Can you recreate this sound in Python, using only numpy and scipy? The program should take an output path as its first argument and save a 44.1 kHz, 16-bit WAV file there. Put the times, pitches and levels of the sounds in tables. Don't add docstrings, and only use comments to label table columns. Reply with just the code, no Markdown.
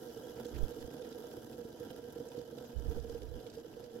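import sys
import numpy as np
from scipy import signal
from scipy.fft import rfft, irfft
from scipy.io import wavfile

SR = 44100
rng = np.random.default_rng(int(sys.argv[2]) if len(sys.argv) > 2 else 0)


def file_out(sig):
    cols = np.atleast_2d(sig).T
    lim = np.clip(cols, -1, 1)
    pcm = np.round(lim * 32767).astype(np.int16)
    wavfile.write(sys.argv[1], SR, pcm)


N = 176400

# (time [s], peak level [dB], pitch [Hz], offset of the thud in the jug [dB])
LARGE_BUBBLES = [(0.162, -41.5, 456, 1.5), (0.231, -45, 501, -4), (.303, -50, 486, -3),
                 (0.358, -39, 479, -16), (.388, -44, 473, -20), (0.452, -35, 478, -5),
                 (.558, -43, 458, 5.5), (.614, -40.5, 454, -15), (.643, -54, 483, -2),
                 (0.708, -39.5, 481, -15), (0.763, -40.5, 459, -11), (0.78, -50, 475, 9),
                 (0.876, -40.5, 469, 1), (.994, -48, 504, -8), (1.042, -40, 478, -13),
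                 (1.113, -44, 456, -6), (1.184, -39.5, 439, -4), (1.241, -40, 468, -10),
                 (1.309, -48, 455, -18), (1.373, -45, 495, -5), (1.646, -39.5, 462, 1.5),
                 (1.803, -39.5, 487, 2), (1.821, -44, 459, -6), (1.905, -43.5, 505, 5),
                 (2.042, -43, 476, -3), (2.073, -44.5, 472, -4), (2.159, -38, 465, -7),
                 (2.2, -35.5, 476, -4), (2.256, -44, 467, -18), (2.345, -42, 482, -5), (2.374, -38, 476, 1),
                 (2.39, -39, 471, -4.5), (2.523, -40.5, 476, -3), (2.571, -42, 489.5, -3),
                 (2.855, -44.5, 460, -10), (2.9, -40.5, 451, -26), (2.972, -37, 476, -13),
                 (3.045, -40.5, 465, -12), (3.095, -38, 469, -24), (3.147, -34.5, 469, -10),
                 (3.226, -41, 451, -8), (3.313, -43.5, 475, -12), (3.356, -43.5, 488, -10),
                 (3.406, -42, 461, -8), (3.455, -44.5, 479, -7), (3.572, -40, 465, -10),
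                 (3.647, -40.5, 474.6, -19), (3.767, -40.5, 475, -25), (3.799, -45.5, 475, -11),
                 (3.831, -44, 487, -7), (3.954, -40, 476, -3)]
# (time [s], middle-band gain [dB], top-band gain [dB])
SIZZLE_LEVEL = [(0, 3.5, 9.5), (.4, 3.5, 4.5), (.85, 3.5, 6), (.96, 2.5, 1), (1.2, 4, 6), (1.6, 0.6, 3.5),
                (1.9, 3, 0), (2.15, 1, 1), (2.35, 2, 2.5), (2.7, 2.5, 1), (3.15, 2.2, 1.5),
                (3.65, 0.5, -3.5), (4, 0, -1)]
# (frequency [Hz], relative spectral density [dB])
SIZZLE_SPECTRUM = [(700, 15), (1150, 5), (1700, 11.5), (2200, -1.5), (3200, -0.5), (6200, 1), (7600, -0.5),
                   (8900, -9.5), (11000, -9.5), (13500, -3), (15800, -5)]
# (frequency [Hz], bandwidth [Hz], level [dB], left minus right [dB])
WALL_MODES = [(2998, 156, -75.5, -2.5), (3300, 210, -76.5, -19), (3503, 113, -77.5, -22),
              (4000, 360, -81, 0), (5000, 260, -76, 5.5), (5950, 270, -78.5, -3), (7340, 230, -85.5, 0),
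              (8250, 57, -88.5, 15), (10810, 360, -79.5, 25), (11800, 1700, -75.5, -42),
              (12650, 620, -77, 18)]
SPIT_RISE_S, TICK_FALL_S, TICK_PAN_DB = 0.0021, 0.0047, -7


def from_db(db):
    return 10 ** (np.asarray(db) / 20)

def rms_one(x):
    return x / np.sqrt(np.mean(x ** 2) + 1e-20)

def in_time(rows):
    times, *columns = np.transpose(rows)
    return [np.interp(np.arange(N) / SR, times, column) for column in columns]

def at_bins(points):
    hz, value = np.transpose(points)
    bin_hz = np.arange(N // 2 + 1) * SR / N
    return np.interp(np.log(bin_hz + 1e-3), np.log(hz), value)

def colour(x, points):
    return irfft(rfft(x) * rms_one(from_db(at_bins(points))), N)

def pan(db):
    sides = from_db(np.array([[.5], [-.5]]) * db)
    return sides / np.sqrt(np.mean(sides ** 2, axis=0))

def cut(x, hz, kind, order=2):
    return signal.sosfilt(signal.butter(order, hz, kind, fs=SR, output="sos"), x + 1e-18)

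def drift(hz):
    r = np.exp(-2 * np.pi * hz / SR)
    return rms_one(signal.lfilter([1], [1, -2 * r, r * r], rng.standard_normal(N + SR))[SR:])

def resonate(x, hz, width):
    r = np.exp(-np.pi * width / SR)
    feedback = [1, -2 * r * np.cos(2 * np.pi * hz / SR), r * r]
    return signal.lfilter(np.sqrt((1 - r * r) / 2) * np.array([1, 0, -1]), feedback, x + 1e-18)

def ring(train, hz, t60):
    r, w = from_db(-60 / (t60 * SR)), 2 * np.pi * hz / SR
    return signal.lfilter([0, np.sin(w)], [1, -2 * r * np.cos(w), r * r], train + 1e-18)

def clicks(rows):
    train = np.zeros(N)
    for s, db in rows:
        train[int(s * SR)] += from_db(db)
    return train

def arrivals(per_s):
    return rng.random(N) < per_s / SR

def bursts(train, rise_s, fall_s):
    power = signal.lfilter([1], [1, -np.exp(-2 / (fall_s * SR))], train ** 2 + 1e-18)
    keep = np.exp(-2 / (rise_s * SR))
    return np.sqrt(signal.lfilter([1 - keep], [1, -keep], power[::-1])[::-1])


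def jug(train):
    # (frequency [Hz], bandwidth [Hz], level [dB], left minus right [dB])
    modes = [(60, 23, -70.5, 5.5), (127, 33, -61.5, -2.5), (234.5, 17, -58, -1.5), (307.5, 45, -56, -7),
             (367, 64, -58, -2), (476, 30, -57.5, -10), (623, 7.7, -71.5, 7), (701.5, 104, -66.5, -11),
             (976, 46, -76, 10.5), (1205, 48, -82, 30), (1384, 106, -76, 11), (1592, 36, -75.5, -8)]
    return sum((-1) ** k * from_db(db) * pan(pan_db) * cut(resonate(train, hz, width), 2 * hz, "low")
               for k, (hz, width, db, pan_db) in enumerate(modes))

def rumble(collapses, size, cluster_db):
    fade_db_per_s, spread_db = 0.66, 3
    fade = from_db(-fade_db_per_s * (np.arange(N) - N / 2) / SR)
    polarity = rng.choice([-1, 1], N)
    small = fade * rms_one(collapses * from_db(spread_db * size + cluster_db) * polarity)
    deep = cut(small, 610, "low", order=1)
    middle_db, _ = in_time(SIZZLE_LEVEL)
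    small = deep + (small - deep) * from_db(1.27 * middle_db)
    unit_peak = np.abs(jug(clicks([(0, 0)]))).max()
    thuds = clicks([(s, db + thud_db) for s, db, _, thud_db in LARGE_BUBBLES])
    soft_thuds = from_db(6) * cut(thuds, 450, "low") / unit_peak
    return jug(small + soft_thuds)

def sizzle(collapses, size, cluster_db):
    # (frequency [Hz], left minus right [dB])
    balance = [(1200, -1), (2400, -4.5), (6000, -16), (9000, 13.5), (14000, -7)]
    direct_db, spread_db, hiss_share = -66, 3, 0.037
    strengths = collapses * from_db(spread_db * size + 0.42 * cluster_db)
    small = rms_one(bursts(strengths, SPIT_RISE_S, fall_s=0.0012))
    large = bursts(clicks([row[:2] for row in LARGE_BUBBLES]), rise_s=0.0061, fall_s=0.0061)
    large *= from_db(-22 - direct_db)
    envelope = np.sqrt(hiss_share + (1 - hiss_share) * small ** 2 + large ** 2)
    spray, wall_drive = envelope * rng.standard_normal((2, 2, N))
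    direct = from_db(direct_db) * irfft(rfft(colour(spray, SIZZLE_SPECTRUM)) * pan(at_bins(balance)), N)
    wall = sum((-1) ** k * from_db(db) * pan(pan_db) * resonate(wall_drive, hz, width)
               for k, (hz, width, db, pan_db) in enumerate(WALL_MODES))
    whole = direct + wall + pops()
    middle_db, top_db = in_time(SIZZLE_LEVEL)
    middle = cut(whole, 8200, "low", order=1)
    return from_db(middle_db) * middle + from_db(top_db) * (whole - middle)

def pops():
    train = arrivals(per_s=170) * from_db(np.minimum(rng.exponential(1, N), 5))
    pitches_hz = np.geomspace(2610, 6500, 10)
    pitch_index = rng.integers(0, len(pitches_hz), N)
    noise = rng.standard_normal((2, N))
    popping = np.zeros((2, N))
    for k, hz in enumerate(pitches_hz):
        envelope = bursts(train * (pitch_index == k), SPIT_RISE_S, TICK_FALL_S)
        popping += resonate(envelope * noise, hz, width=0.15 * hz)
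    return from_db(-73) * pan(TICK_PAN_DB) * rms_one(colour(popping, SIZZLE_SPECTRUM))

def kitchen(x):
    t60_s, delay_s = 0.23, 0.003
    t = np.arange(SR // 2) / SR
    tail = rng.standard_normal((2, len(t))) * from_db(-60 * t / t60_s) * (t > delay_s)
    tail /= np.sqrt(np.sum(tail ** 2, axis=1, keepdims=True))
    return signal.fftconvolve(x, cut(tail, 332, "high", order=1), axes=1)[:, :N]

def background():
    # (frequency [Hz], relative spectral density [dB])
    spectrum = [(20, -14), (60, -49), (200, 1), (600, 16.5), (2000, -29.5), (15000, -46)]
    return from_db(-61.5) * colour(rng.standard_normal((2, N)), spectrum)

def throbs():
    rise_s, fall_s, slide_spread_hz_per_s = 0.0035, 0.017, 270
    moments = np.flatnonzero(arrivals(per_s=30)) / SR
    chance = rng.standard_normal((N // 100, 3))
    weak = [(s, -50.5 - 2.5 * softer, 478 + 15 * higher)  # (time [s], level [dB], pitch [Hz])
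            for s, (softer, higher, _) in zip(moments, chance)]
    strong = [row[:3] for row in LARGE_BUBBLES]
    t = np.arange(SR // 5) / SR
    envelope = (1 - np.exp(-t / rise_s)) * np.exp(-t / fall_s)
    envelope /= envelope.max()
    ringing = np.zeros(N + len(t))
    for (s, db, hz), slide in zip(strong + weak, slide_spread_hz_per_s * chance[:, 2]):
        start = int(s * SR)
        phase = 2 * np.pi * np.cumsum(hz + slide * (t - fall_s)) / SR
        ringing[start:start + len(t)] += from_db(db) * envelope * np.sin(phase)
    return pan(-8) * ringing[:N]

def pings():
    # (time [s], peak level [dB], frequency [Hz])
    strikes = [(0.171, -61, 3000), (.182, -63, 3330), (.19, -73, 4800), (0.225, -61, 2990),
               (.235, -59, 3310), (.29, -59, 3350), (.325, -63.5, 2930), (.387, -67, 4950),
               (.565, -61, 3200), (.637, -62, 3420), (1.02, -61.5, 3630), (1.125, -67, 3480),
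               (2.765, -63, 3010), (2.814, -61.5, 3030), (3.466, -62, 3180), (3.569, -60, 4920)]
    clear = sum(ring(clicks([(s, db)]), hz, t60=0.073) for s, db, hz in strikes)
    middle_db, _ = in_time(SIZZLE_LEVEL)
    faint = np.zeros((2, N))
    for hz, _, db, pan_db in WALL_MODES:
        train = arrivals(per_s=7) * from_db(middle_db)
        faint += from_db(db + 9) * pan(pan_db) * ring(train, hz, t60=0.051)
    return clear + faint

def ticks():
    # (time [s], relative level [dB], centre frequency [Hz])
    spits = [(.386, -49, 2300), (.449, -44, 3800), (0.465, -46.5, 6500), (.492, -53, 5500),
             (0.542, -45, 1910), (.553, -47, 1700), (0.562, -46, 2600), (.637, -49, 3500),
             (.704, -62, 5500), (.794, -49.5, 4080), (.803, -52, 11500), (0.819, -48, 4000),
             (0.826, -47, 1700), (0.863, -50, 5930), (1.023, -47, 2800), (1.049, -44, 1700),
             (1.09, -50, 6100), (1.114, -51, 3750), (1.126, -46, 3570), (1.53, -49, 3580),
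             (1.799, -51, 5000), (1.799, -50, 11600), (1.875, -60, 3400), (1.904, -43, 3060),
             (1.91, -47, 12600), (1.963, -52, 12200), (2.106, -51, 5900), (2.125, -47, 14000),
             (2.287, -46, 5950), (2.318, -46, 3500), (2.372, -49, 3250), (2.388, -48, 4150),
             (2.584, -46.5, 3550), (3, -47.5, 4760), (3.097, -47, 4900), (3.22, -48.5, 3300),
             (3.4, -50, 3900), (3.466, -44, 3100), (3.5, -44.5, 4650), (3.539, -51, 4870),
             (3.552, -46, 4300), (3.553, -55, 12000), (3.738, -51, 2480), (3.842, -49, 5000)]
    ticking = np.zeros((2, N))
    for s, db, hz in spits:
        envelope = bursts(clicks([(s, db)]), rise_s=0.00097, fall_s=TICK_FALL_S)
        ticking += resonate(envelope * rng.standard_normal((2, N)), hz, width=0.32 * hz)
    return from_db(-8) * pan(TICK_PAN_DB) * cut(ticking, 1170, "high")

def puffs():
    # (time [s], relative level [dB])
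    strength = [(.48, -83), (.55, -46), (.6, -42.5), (.645, -28.5), (.69, -65), (.77, -66), (.81, -57),
                (.85, -45), (.93, -97), (2.69, -111), (2.76, -44), (2.9, -37.5), (2.94, -47), (2.98, -38.5),
                (3.06, -53.5), (3.14, -44.5), (3.185, -57), (3.23, -50), (3.36, -46.5), (3.44, -73)]
    # (frequency [Hz], relative spectral density [dB])
    spectrum = [(15, -1), (30, -9), (60, 3.5), (90, -8.5), (140, -8), (220, -38.5), (500, -30.5),
                (2000, -59)]
    level_db, = in_time(strength)
    return np.array([[0], [1]]) * from_db(level_db + 5.5) * colour(rng.standard_normal(N), spectrum)

def knock():
    # (time [s], level [dB], frequency [Hz])
    impacts = [(0.628, -21, 66)]
    rocking = sum(ring(clicks([(s, db)]), hz, t60=0.11) for s, db, hz in impacts)
    return np.array([[0], [1]]) * cut(rocking, 302, "low")

def scene():
    collapses = arrivals(per_s=900)
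    size = np.minimum(rng.exponential(1, N), 5)
    cluster_db = 1.86 * drift(hz=27)
    low = rumble(collapses, size, cluster_db) + throbs()
    high = sizzle(collapses, size, cluster_db) + ticks() + pings()
    reverberation = kitchen(from_db(-8) * low + from_db(-9.5) * high)
    return low + high + reverberation + background() + puffs() + knock()

def record(dry):
    return signal.sosfilt(signal.ellip(12, .1, 70, 15850, fs=SR, output="sos"), dry)


dry = scene()
out = record(dry)
file_out(out)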